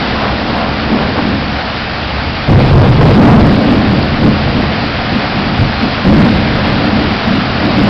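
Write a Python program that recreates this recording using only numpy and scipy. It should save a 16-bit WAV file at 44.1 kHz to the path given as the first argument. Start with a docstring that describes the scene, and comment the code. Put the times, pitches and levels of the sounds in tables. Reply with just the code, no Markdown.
"""Thunder over a flooded street in heavy rain, with a car wading through the water.
Dense trains of shocks grumble far off, break into a loud peal at 2.5 s and roll away in smaller claps.
Rain is hiss, patter and pinging bubbles; the car is a low hum of two unsteady sines.
The peals overload a small narrow-band microphone, which chops the rain hiss in their rhythm."""
import sys
import numpy as np
from scipy import signal
from scipy.fft import rfft, irfft, next_fast_len
from scipy.io import wavfile
from scipy.ndimage import uniform_filter1d, map_coordinates

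SR = 44100
rng = np.random.default_rng(int(sys.argv[2]) if len(sys.argv) > 2 else 0)


def dump_mix(stems):
    """Bounce the given channels to the path in sys.argv[1] as a 16-bit WAV at rate SR."""
    frames = np.atleast_2d(stems).T  # one column per channel
    limited = np.clip(frames, -1, 1)  # hard clip at full scale
    pcm = np.round(limited * 32767).astype(np.int16)
    wavfile.write(sys.argv[1], SR, pcm)


N = 347949

ATTACK_S = 0.03  # rise of a peal
FADE_S, FADE_PER_HOLD = 0.047, 0.31  # a peal dies away with this time constant, longer after a long hold
LUMP_DB, LUMPS_PER_S = 3, 14  # the rumble of a peal arrives in lumps
SWELL_DB, SWELLS_PER_S = 1.44, 14  # random rolling of the far thunder
GRUMBLE_CRACKLE_DB = -4.5  # crackle of the far thunder, relative to its boom
FIRING_HZ, REV_HZ_PER_S = 69.6, 2.1  # the car's firing rate climbs as it pushes on
ENGINE_DB = -23.5
EASE_S, EASE_LENGTH_S, EASE_DB = 5.2, 0.32, -8.5  # the driver lifts off for a moment
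TOP_HZ = 15800  # nothing above this leaves the microphone chain


def amp(db):
    """Decibels to gain."""
    return 10 ** (np.asarray(db) / 20)


def unit(x):
    """x at rms 1."""
    return x / np.sqrt(np.mean(x ** 2) + 1e-20)


def even(x, seconds):
    """x at rms 1 over every stretch of that length."""
    power = uniform_filter1d(x ** 2, max(int(seconds * SR), 2))
    return x / np.sqrt(np.abs(power) + 1e-12)


def colour(points):
    """The response through (frequency [Hz], level [dB]) points on a log axis."""
    f, db = np.transpose(points)
    return lambda hz: amp(np.interp(np.log(hz + 1), np.log(f + 1), db))


def filtered(x, response):
    """x times a complex response of frequency."""
    m = next_fast_len(N + SR // 2)
    return irfft(rfft(x, m) * response(np.fft.rfftfreq(m, 1 / SR)), m)[:N]


def curves(rows):
    """One value per sample for each column after the time."""
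    s, *cols = np.transpose(rows)
    return [np.interp(np.arange(N) / SR, s, c) for c in cols]


def wobble(rate):
    """A smooth random curve, rate knots a second."""
    knots = rng.standard_normal(4096)
    return map_coordinates(knots, [np.arange(N) * rate / SR], mode="wrap")


def impacts(rate, spread_db):
    """Randomly timed pulses, rate a second, of either sign and scattered size."""
    struck = rng.random(N) < rate / SR
    sign = np.sign(rng.standard_normal(N))
    return struck * sign * amp(spread_db * rng.standard_normal(N))


def thunder():
    """Shocks from all along the lightning channel arrive in a dense train, dulled by distance."""
    # spectra of deep rumble and crackle: (frequency [Hz], level [dB per Hz])
    rumble_tone = [(12, -18), (30, -8), (50, -6.5), (80, -4.5), (116, 1), (130, -1), (147, 0), (175, -10.5),
                   (400, -49)]
    crackle_tone = [(200, -11), (340, -2), (500, -0.5), (720, -5), (950, -9), (1400, -16), (2200, -24),
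                    (5000, -40)]
    deep_gain, boom_gain, crackle_gain = thunder_gains()
    deep = even(filtered(impacts(900, spread_db=3.5), colour(rumble_tone)), seconds=0.12)
    boom = even(filtered(impacts(900, spread_db=1.5), boom_response), seconds=0.049)
    crackle = even(filtered(impacts(700, spread_db=1.5), colour(crackle_tone)), seconds=0.13)
    return deep_gain * deep + boom_gain * boom + crackle_gain * crackle


def boom_response(f):
    """Neighbouring resonances of alternating sign, rolled off above 460 Hz."""
    # resonances of the boom: (centre [Hz], width [Hz], level [dB])
    resonances = [(205.3, 26.2, 0), (238.1, 28, -2), (289.1, 35.3, -5)]
    ring = 0
    for k, (centre, width, db) in enumerate(resonances):
        band = 1j * f * width / (centre * centre - f * f + 1j * f * width)
        ring = ring + (-1) ** k * amp(db) * band
    return ring / (1 + (f / 460) ** 6)


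def thunder_gains():
    """Gains of rumble, boom and crackle: the peals add in power to the far grumble."""
    # peals: (start [s], hold [s], boom level [dB], deep rumble re boom [dB], crackle re boom [dB])
    peals = [(0.89, 0.026, -10.5, -18, -7.5), (1.165, .15, -15.5, -12.5, -11), (2.47, .13, -10.5, 5, -1.5),
             (2.698, .14, -9, 4, -1), (2.969, .1, -9, 2, 0.5), (3.153, .18, -.5, -4.5, -7.5),
             (3.627, 0.099, -10, -7, -10.5), (3.802, 0.037, -17.5, 5, -6.5), (4.208, 0.033, -4, -2, -12.5),
             (4.442, .03, -19, 4.5, -0.5), (4.537, 0.039, -13, -8, -7), (5.103, 0.021, -11.5, -13.5, -13),
             (5.323, 0.23, -18, -12, -13.5), (5.561, .04, -16.5, 3.5, -13), (5.799, 0.018, -12.5, -8, -11),
             (6.037, .17, -4.5, -7, -9), (7.257, 0.076, -11.5, -9, -22.5), (7.608, 0.035, -12, -10, -18.5),
             (7.749, .15, -9, -9.5, -12.5)]
    # far thunder that never stops: (time [s], boom level [dB], deep rumble level [dB])
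    grumble = [(0, -20, -24.5), (1.35, -20.5, -22), (1.6, -27, -27.5), (2.4, -25.5, -22.5),
               (3.4, -10, -16.5), (4.4, -18.5, -18), (5.2, -23, -21.5), (5.95, -23.5, -23.5),
               (6.4, -16.5, -16), (7.0, -14.5, -20), (7.2, -21.5, -22.5), (7.89, -16.5, -17.5)]
    power = 0
    for start, hold, db, deep_db, crackle_db in peals:
        mix = amp([[deep_db], [0], [crackle_db]])
        power = power + (amp(db) * mix * peal(start, hold)) ** 2
    deep, boom, crackle = np.sqrt(power)
    lumps = amp(LUMP_DB * wobble(LUMPS_PER_S))

    far_boom_db, far_deep_db = curves(grumble)
    far_deep = amp(far_deep_db + SWELL_DB * wobble(SWELLS_PER_S))
    far_boom = amp(far_boom_db + SWELL_DB * wobble(SWELLS_PER_S))
    far_crackle = amp(far_boom_db + GRUMBLE_CRACKLE_DB)
    return np.hypot(lumps * deep, far_deep), np.hypot(boom, far_boom), np.hypot(crackle, far_crackle)


def peal(start, hold):
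    """Envelope of one peal: a quick rise, a hold and a fade."""
    age = np.arange(N) / SR - start
    fade_s = abs(FADE_S + FADE_PER_HOLD * hold)
    rise = np.clip(age / ATTACK_S, 0, 1)
    return rise * np.exp(-np.maximum(age - ATTACK_S - hold, 0) / fade_s)


def roll():
    """The main peal rolls with a rough, wandering pitch that climbs at its climax."""
    # path of the roll: (time [s], middle pitch [Hz], middle level [dB])
    path = [(2.465, 100.8, -56.5), (2.49, 115.9, -8.5), (2.88, 130, -10), (3.13, 141.5, -10.5),
            (3.25, 236.7, -1), (3.36, 226.3, 0.5), (3.48, 211, -14), (3.65, 210.1, -62.5)]
    pitch_hz, level_db = curves(path)
    rough_hz = pitch_hz * np.exp(.2 * wobble(90))
    phase = 2 * np.pi * np.cumsum(rough_hz) / SR
    return amp(level_db + 3.9 * wobble(45)) * unit(np.sin(phase))


def rips():
    """Branches of the channel lying across the line of sight deliver their shocks in tight bunches."""
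    # brighter tearing bursts in the thunder: (time [s], half length [s], level [dB])
    bursts = [(0.245, 0.053, -16.5), (0.6, 0.082, -18), (1.007, 0.062, -17), (1.184, 0.017, -12.5),
              (3.041, 0.019, -14), (3.292, 0.067, -11.5)]
    # their spectrum: (frequency [Hz], level [dB per Hz])
    tear_tone = [(200, -20), (450, -1), (650, -1.5), (1100, -3), (1600, -12.5), (2600, -21.5),
                 (5000, -42.5)]
    t = np.arange(N) / SR
    bunches = sum(amp(db) * np.exp(-.5 * ((t - s) / length) ** 2) for s, length, db in bursts)
    return bunches * unit(filtered(impacts(690, spread_db=2.5), colour(tear_tone)))


def rain():
    """Countless far drops merge into hiss; nearer ones patter and ping on the water."""
    # the rain eases at first, holds steady, then slowly grows toward the end: (time [s], level [dB])
    rain_level = [(0, -19), (.4, -21.5), (4.2, -21.5), (5, -20.5), (7.89, -19.5)]
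    # spectrum of hiss and patter: (frequency [Hz], level [dB per Hz])
    hiss_tone = [(60, -12), (250, 5), (380, -4), (520, 1), (740, 5.5), (930, 0), (1400, 1), (2000, -1.5),
                 (2600, -3), (3600, -6.5), (4900, -8.5), (6500, -14.5)]
    level_db, = curves(rain_level)
    # faint random patches of level over frequency and time
    z = signal.stft(rng.standard_normal(N), nperseg=512)[2]
    patches = uniform_filter1d(rng.standard_normal(z.shape), size=7, axis=0)
    patches = uniform_filter1d(patches, size=10, axis=1)
    wash = signal.istft(z * amp(0.72 * unit(patches)), nperseg=512)[1][:N]

    far = unit(filtered(wash, colour(hiss_tone)))
    patter = unit(filtered(impacts(1100, spread_db=2.5), colour(hiss_tone)))
    pings = near_drops(rate=220, pitch_hz=2780, cycles=2.1, spread_db=3.0)
    gust_db = 0.26 * wobble(6.8) + 0.26 * wobble(35)
    return amp(level_db + gust_db) * (amp(3.0) * far + amp(-3.5) * patter + amp(-12.0) * pings)


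def near_drops(rate, pitch_hz, cycles, spread_db, count=4000):
    """Close drops trap bubbles that ping for a few cycles, rising as they die."""
    when, chance = rng.random((2, count))
    tone, size = rng.standard_normal((2, count, 1))
    t = np.arange(SR // 100) / SR
    turns = np.clip(pitch_hz * np.exp(.45 * tone), 600, 5500) * t
    decay = np.exp(-turns / cycles)
    pings = amp(spread_db * np.minimum(size, 2.6)) * decay * np.sin(2 * np.pi * turns * (1 + 6 * t))
    pings *= (chance < rate * N / SR / count)[:, None]  # keep about rate drops a second
    at = (when * N).astype(int)[:, None] + np.arange(len(t))
    return unit(np.bincount(at.ravel(), pings.ravel(), N)[:N])


def plinks():
    """A big drop's bubble swells and dies within a few milliseconds."""
    # a fat drop right by the microphone: (time [s], pitch [Hz], peak level [dB])
    fat_drops = [(4.029, 4500, -11.5)]
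    t = np.arange(N) / SR
    out = np.zeros(N)
    for s, hz, db in fat_drops:
        age = np.maximum(t - s, 0) / 0.00046  # in rise times
        out += amp(db) * age * np.exp(1 - age) * np.sin(2 * np.pi * hz * t)
    return out


def engine():
    """A car labours through the flood with a low exhaust hum that stumbles and burbles."""
    t = np.arange(N) / SR
    firing_hz = FIRING_HZ + REV_HZ_PER_S * t
    level_db = ENGINE_DB + EASE_DB * np.exp(-.5 * ((t - EASE_S) / EASE_LENGTH_S) ** 2)
    stumbling_hz = firing_hz * (1 + .09 * wobble(30))
    phase = 2 * np.pi * np.cumsum(stumbling_hz) / SR
    burble = amp(4 * wobble(18))
    return amp(level_db) * unit(burble * (np.sin(phase) + 0.42 * np.sin(2 * phase)))


def scene():
    """Storm and street at one microphone."""
    return (thunder() + roll() + rips() + rain() + plinks() + engine())[None]


def overload(x, top, hardness):
    """Saturation that flattens everything beyond top."""
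    return x / (1 + np.abs(x / top) ** hardness) ** (1 / hardness)


def record(dry):
    """The input saturates, a voice-band filter follows, and its overshoots clip again faintly."""
    flat = overload(dry[0], top=.73, hardness=14)
    voice_band = colour([(4900, 0), (5300, -4.5), (5700, -12.5), (6050, -22.5), (6400, -70)])
    narrow = filtered(flat, voice_band)
    coupled = filtered(narrow, lambda hz: 1j * hz / (1j * hz + 2.8))  # the coupling capacitor makes flat tops sag
    out = np.clip(coupled, -.715, .715)
    return filtered(out, lambda hz: hz < TOP_HZ)[None]


dry = scene()
out = record(dry)
dump_mix(out)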